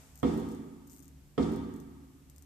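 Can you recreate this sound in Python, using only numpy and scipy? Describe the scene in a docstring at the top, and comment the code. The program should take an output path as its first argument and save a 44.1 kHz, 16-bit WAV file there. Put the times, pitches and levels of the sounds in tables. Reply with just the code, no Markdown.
"""A bare, quiet room, where a stork outside knocks twice with its bill on the closed window.
Each knock is a crack of the bill's tip, a short clack from the high modes of the glass and a dull
boom from the deep ones; the room rings on for over a second. It opens on the faint, fading ring of
an earlier knock, then a soft hissing rustle. Tiny creaks sound close by, and a low rumble, drone
and hum lie underneath."""
import sys
import numpy as np
from scipy import signal
from scipy.fft import rfft, irfft
from scipy.io import wavfile

SR = 44100
rng = np.random.default_rng(int(sys.argv[2]) if len(sys.argv) > 2 else 0)


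def bounce(signal):
    """Save signal as a 16-bit WAV file at the path given by the first command-line argument."""
    frames = np.transpose(np.atleast_2d(signal))
    limited = np.clip(frames, -1, 1)
    pcm = np.round(limited * 32767).astype(np.int16)
    wavfile.write(sys.argv[1], SR, pcm)


N = 108045
TIME_S = np.arange(N) / SR
BIN_HZ = np.maximum(np.arange(N // 2 + 1) * SR / N, 1)
ATTACK_S = 0.00084


def from_db(db):
    """Decibels to gain."""
    return 10 ** (np.asarray(db) / 20)


def unit_rms(x):
    """Scale to rms 1."""
    return x / np.sqrt(np.mean(x ** 2) + 1e-20)


def at_hz(table, hz, column=1):
    """Read a table column on a log-frequency axis."""
    table = np.array(table)
    return np.interp(np.log(hz), np.log(table[:, 0]), table[:, column])


def pan(db):
    """Channel gains for a left-minus-right level."""
    return from_db(np.array([[.5], [-.5]]) * db)


def fade(t60_s):
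    """Exponential decay."""
    return from_db(-60 * TIME_S / t60_s)


def rise(tau_s):
    """Smooth onset."""
    return 1 - np.exp(-TIME_S / tau_s)


def add(out, start_s, sound):
    """Mix a sound in at a given time."""
    i = int(start_s * SR)
    out[:, i:i + sound.shape[1]] += sound[:, :N - i]


# Stereo field of the room. Each row: frequency in Hz, channel likeness 0-1, pan in dB.
STEREO_FIELD = [(61.3, 0.24, 2), (150, 1, -1.5), (342, 0.62, -2), (650, 0.42, 0.5), (1260, 0, -0.5),
                (2900, 0.19, -1), (6200, 0, 2), (13000, 0.17, 0)]

def stereo_spectrum():
    """White noise spectrum, alike in both channels in the upper bass, nearly unrelated in the treble."""
    mid, side = rfft(rng.standard_normal((2, N)))
    alike = np.clip(at_hz(STEREO_FIELD, BIN_HZ), -.99, .99)
    channels = np.sqrt(1 + alike) * mid + np.sqrt(1 - alike) * side * [[1], [-1]]
    return channels * pan(at_hz(STEREO_FIELD, BIN_HZ, column=2))


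def noise(colour):
    """Coloured stereo noise, rms 1."""
    return unit_rms(irfft(stereo_spectrum() * from_db(at_hz(colour, BIN_HZ)), N))


def wavering_tone(hz, waver_hz=7.2, depth_rad=0.63):
    """Sine with a slowly wandering phase, rms 1."""
    slow_spectrum = rfft(rng.standard_normal(N)) * np.exp(-(BIN_HZ / waver_hz) ** 2)
    wander = unit_rms(irfft(slow_spectrum, N))
    return np.sqrt(2) * np.sin(2 * np.pi * hz * TIME_S + depth_rad * wander)


# Rumble spectrum. Each row: frequency in Hz, relative level in dB.
RUMBLE_SPECTRUM = [(15, -30), (30, -17), (48, 3.5), (62, -12.5), (78, 1.5), (100, -11.5), (145, -1.5),
                   (200, -9), (265, -13), (450, -21.5), (900, -31), (2200, -31), (8000, -36),
                   (10500, -35.5), (13500, -33)]
# Drone envelope. Each row: time in seconds, level in dB.
DRONE_ENVELOPE = [(0, -55.5), (.07, -77.5), (.13, -57), (.8, -67), (1.05, -60.5), (1.2, -54.5), (1.28, -74),
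                  (1.6, -59.5), (2.03, -57.5), (2.15, -66.5), (2.27, -60.5), (2.45, -56.5)]
# Hum tones. Each row: frequency in Hz, level in dB.
HUM_TONES = [(146.5, -65.5), (264, -69.5)]

def background(rumble_db=-61, drone_hz=70.6):
    """Low rumble with faint hiss, a drone that swells and dips, and a wavering hum."""
    drone = from_db(np.interp(TIME_S, *np.transpose(DRONE_ENVELOPE))) * wavering_tone(drone_hz)
    hum = sum(from_db(db) * wavering_tone(hz) for hz, db in HUM_TONES)
    return from_db(rumble_db) * noise(RUMBLE_SPECTRUM) + drone + hum


# Envelope of the knock tail (first 0.14 s), then the rustle. Each row: time in seconds, level in dB.
TAIL_AND_RUSTLE_ENVELOPE = [(0, -58.5), (.13, -63.5), (.26, -65), (.38, -61.5), (.52, -63), (.6, -67),
                            (.8, -70), (2.45, -71)]
# Spectrum of both. Each row: frequency in Hz, relative level in dB.
TAIL_AND_RUSTLE_SPECTRUM = [(300, 3), (700, 5), (1200, 1), (2000, -1), (4000, -6.5), (7800, 1),
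                            (10000, -6.5), (14000, -6.5)]

def knock_tail_and_rustle():
    """The faint, fading ring of an earlier knock, then a soft hissing rustle."""
    envelope = from_db(np.interp(TIME_S, *np.transpose(TAIL_AND_RUSTLE_ENVELOPE)))
    return envelope * noise(TAIL_AND_RUSTLE_SPECTRUM)


# Single slips. Each row: start in seconds, level in dB before gain_db.
SLIPS = [(0.156, -48), (0.1757, -49), (0.19, -51), (0.199, -49.5), (0.229, -48), (0.339, -49),
         (0.3755, -48), (0.397, -49), (0.4874, -50.5), (0.5152, -51.5), (0.521, -51.5), (0.5487, -52),
         (0.872, -54), (0.876, -53), (0.8975, -50), (1.0251, -51.5), (1.031, -50), (1.045, -56),
         (1.056, -55), (1.08, -51), (1.52, -50), (1.536, -53), (1.561, -49.5), (1.739, -52.5), (1.762, -53),
         (1.801, -50), (2.2987, -50), (2.362, -52), (2.382, -50.5), (2.4237, -50.5)]
# Spectrum of a slip. Each row: frequency in Hz, relative level in dB.
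SLIP_SPECTRUM = [(2000, -30), (3700, -23), (4700, -11.5), (6900, -1.5), (7900, -4.5), (8600, 1.5),
                 (9300, -12), (11000, -10.5), (12200, -5.5), (12700, -2.5), (13300, -1), (14300, -3.5)]

def creaks(run_start_s=.9037, run_end_s=1.008, gap_s=.0075, run_db=-51.5, gain_db=1):
    """Dry, bright ticks, mostly on the left: single slips and one quick, uneven run."""
    grain = noise(SLIP_SPECTRUM) * pan(db=5)
    gaps_s = gap_s * rng.uniform(.65, 1.35, size=30)
    starts_s = run_start_s + np.append(0, np.cumsum(gaps_s))
    levels_db = rng.normal(run_db, 1, size=31)
    run = [(start_s, db) for start_s, db in zip(starts_s, levels_db) if start_s < run_end_s]
    tail = from_db(-11) * fade(t60_s=.09)
    envelope = (fade(t60_s=.0056) + tail)[None, :SR // 10]
    power = np.zeros((2, N))
    for start_s, db in SLIPS + run:
        add(power, start_s, (from_db(db + gain_db) * envelope) ** 2)
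    return np.sqrt(power) * grain


# Spectrum of the bill's tip on glass. Each row: frequency in Hz, relative level in dB.
TIP_SPECTRUM = [(2500, -22), (3600, -2), (4700, 2), (5700, -4), (8000, -9), (11000, -26)]

def bill_tip(crack_db, skid_db, skid_delay_s=0.052, skid_width_s=0.009):
    """The hard tip lands with a bright crack and slides on the glass a moment later."""
    crack = from_db(crack_db) * rise(ATTACK_S) * fade(t60_s=0.04)
    skid = from_db(skid_db) * np.exp(-((TIME_S - skid_delay_s) / skid_width_s) ** 2)
    return (crack + skid) * noise(TIP_SPECTRUM)


# High glass modes. Each row: frequency in Hz, relative clack level in dB, lift of reflections in dB.
GLASS_MODES = [(610, -48, 10.5), (711, -38, 7), (753.6, -63, 7.5), (827, -58, 10), (869, -37, 10),
               (927.6, -40.5, 15.5), (1080, -65, 0.5), (1165, -42, 8.5), (1256, -31, 10.5), (1333, -40, 11),
               (1633, -58, 7.5), (1860, -47, 9), (2110, -49, 11), (2282, -47, 13.5), (3148, -54, 9.5),
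               (3280, -44.5, -10), (3400, -50, 14.5), (3583, -52, 13.5), (4303, -63, 15), (4700, -63, 10.5),
               (5050, -69, 4), (5140, -64, 7)]

def clack(t60_at_1khz_s=0.094):
    """Hard contact rings the glass; high modes die sooner, and each channel has its own phases."""
    rings = 0
    for hz, db, _ in GLASS_MODES:
        phases = rng.uniform(0, 2 * np.pi, (2, 1))
        t60_s = t60_at_1khz_s * (hz / 1000) ** -0.45
        rings += from_db(db) * fade(t60_s) * np.sin(2 * np.pi * hz * TIME_S + phases)
    return rise(tau_s=0.0025) * pan(db=-5) * rings


def glass_colour(width_at_1khz_hz=18.6):
    """Gain curve that the glass modes impose on the sound sent into the room."""
    gain = 1
    for hz, _, lift_db in GLASS_MODES:
        width_hz = width_at_1khz_hz * (hz / 1000) ** 0.65
        gain += (from_db(lift_db) - 1) / (1 + (2 * (BIN_HZ - hz) / width_hz) ** 2)
    return gain


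# Deep modes of pane and room. Each row: frequency in Hz, relative level in dB, T60 in seconds, pan in dB.
PANE_MODES = [(68.1, -35.5, 0.85, -2.5), (79.2, -40, 0.9, -4), (151, -41.5, 1, -7), (174, -29, 1.13, -1.5),
              (217.2, -34.5, 1.1, -6), (226.4, -27, 1.217, -3.5), (251, -29, 0.63, 2),
              (261.9, -34.5, 1.77, 0), (279.2, -34, 1.7, -3.5), (293.9, -35, 1.48, -1),
              (333, -35, 0.68, -7), (356, -37, 1.546, 3), (391.7, -36, 1.13, -12.5),
              (474.6, -39.5, 0.42, -3), (486, -35.5, 0.5, -8), (516.8, -33, 0.18, 6)]

def pane_boom(left_lag_s=0.00038):
    """The glass is pushed in with a thud, and modes of alternating sign swell as the blow spreads."""
    def mode(hz, db, t60_s, pan_db):
        swing = np.sin(2 * np.pi * hz * (TIME_S - [[left_lag_s], [0]]))
        return from_db(db) * pan(pan_db) * fade(t60_s) * swing
    rings = sum((-1) ** k * mode(*row) for k, row in enumerate(PANE_MODES))
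    thud = mode(hz=268.6, db=-20, t60_s=0.2, pan_db=-8)
    return rise(tau_s=0.0023) * (rings - thud)


# Room response. Each row: frequency in Hz, relative early and late levels in dB, late T60 in seconds.
ROOM_BANDS = [(50.6, -58, -55, 1.32), (74, -35, -48, 1.77), (110, -42, -46.5, 1.5), (190, -49, -42, 1.1),
              (274, -30, -37.5, 1.46), (367, -29, -38, 1.28), (470, -26, -38, 1.123), (582, -43, -49, 0.99),
              (787, -42.5, -44, 1.22), (1120, -32.5, -45.5, 1.55), (1275, -43, -49.5, 0.99),
              (1484, -57.5, -52.5, 1.46), (2700, -50.5, -57, 1.15), (3670, -50.5, -54.5, 1.12),
              (4470, -58.5, -58.5, 1.12), (8000, -74, -55.5, 0.72), (12400, -72, -74.5, 1.4)]

def room_ring(reflections, low_build_s=0.0061, treble_build_s=0.025):
    """A burst of early reflections, then reverberation that builds up and dies band by band."""
    out, edges_hz = 0, np.geomspace(42, 16000, 27)
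    for low, high in zip(edges_hz, edges_hz[1:]):
        hz = np.sqrt(low * high)
        band = irfft(reflections * ((BIN_HZ >= low) & (BIN_HZ < high)), N)
        early_db, late_db, late_t60_s = (at_hz(ROOM_BANDS, hz, column) for column in (1, 2, 3))
        build_s = np.interp(hz, [2000, 6000], [low_build_s, treble_build_s])
        early = from_db(early_db) * rise(ATTACK_S) * fade(t60_s=0.14)
        late = from_db(late_db) * rise(build_s) * fade(late_t60_s)
        envelope = np.hypot(early, late)
        out += unit_rms(band * envelope) * np.sqrt(np.mean(envelope ** 2))
    return out


# Bill on glass. Each row: start in seconds, then body gain, extra clack gain, crack and skid levels in dB.
BLOWS = [(0.2298, -1.5, 3, -58, -59), (1.3782, -1.5, 2, -48.5, -52.5)]

def knocks(fresh_share=0.22):
    """Both blows land on nearly the same spot, so they share most of their reflections."""
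    out, shared = np.zeros((2, N)), stereo_spectrum()
    boom, contact, colour = pane_boom(), clack(), glass_colour()
    for start_s, body_db, clack_db, crack_db, skid_db in BLOWS:
        reflections = np.sqrt(1 - fresh_share) * shared + np.sqrt(fresh_share) * stereo_spectrum()
        body = boom + from_db(clack_db) * contact + room_ring(colour * reflections)
        add(out, start_s, from_db(body_db) * body + bill_tip(crack_db, skid_db))
    return out


def scene():
    """Everything heard inside the room."""
    return knocks() + creaks() + knock_tail_and_rustle() + background()


def record(dry, cutoff_hz=14200):
    """Steep low-pass."""
    return signal.sosfilt(signal.ellip(10, .2, 70, cutoff_hz, fs=SR, output="sos"), dry)


dry = scene()
out = record(dry)
bounce(out)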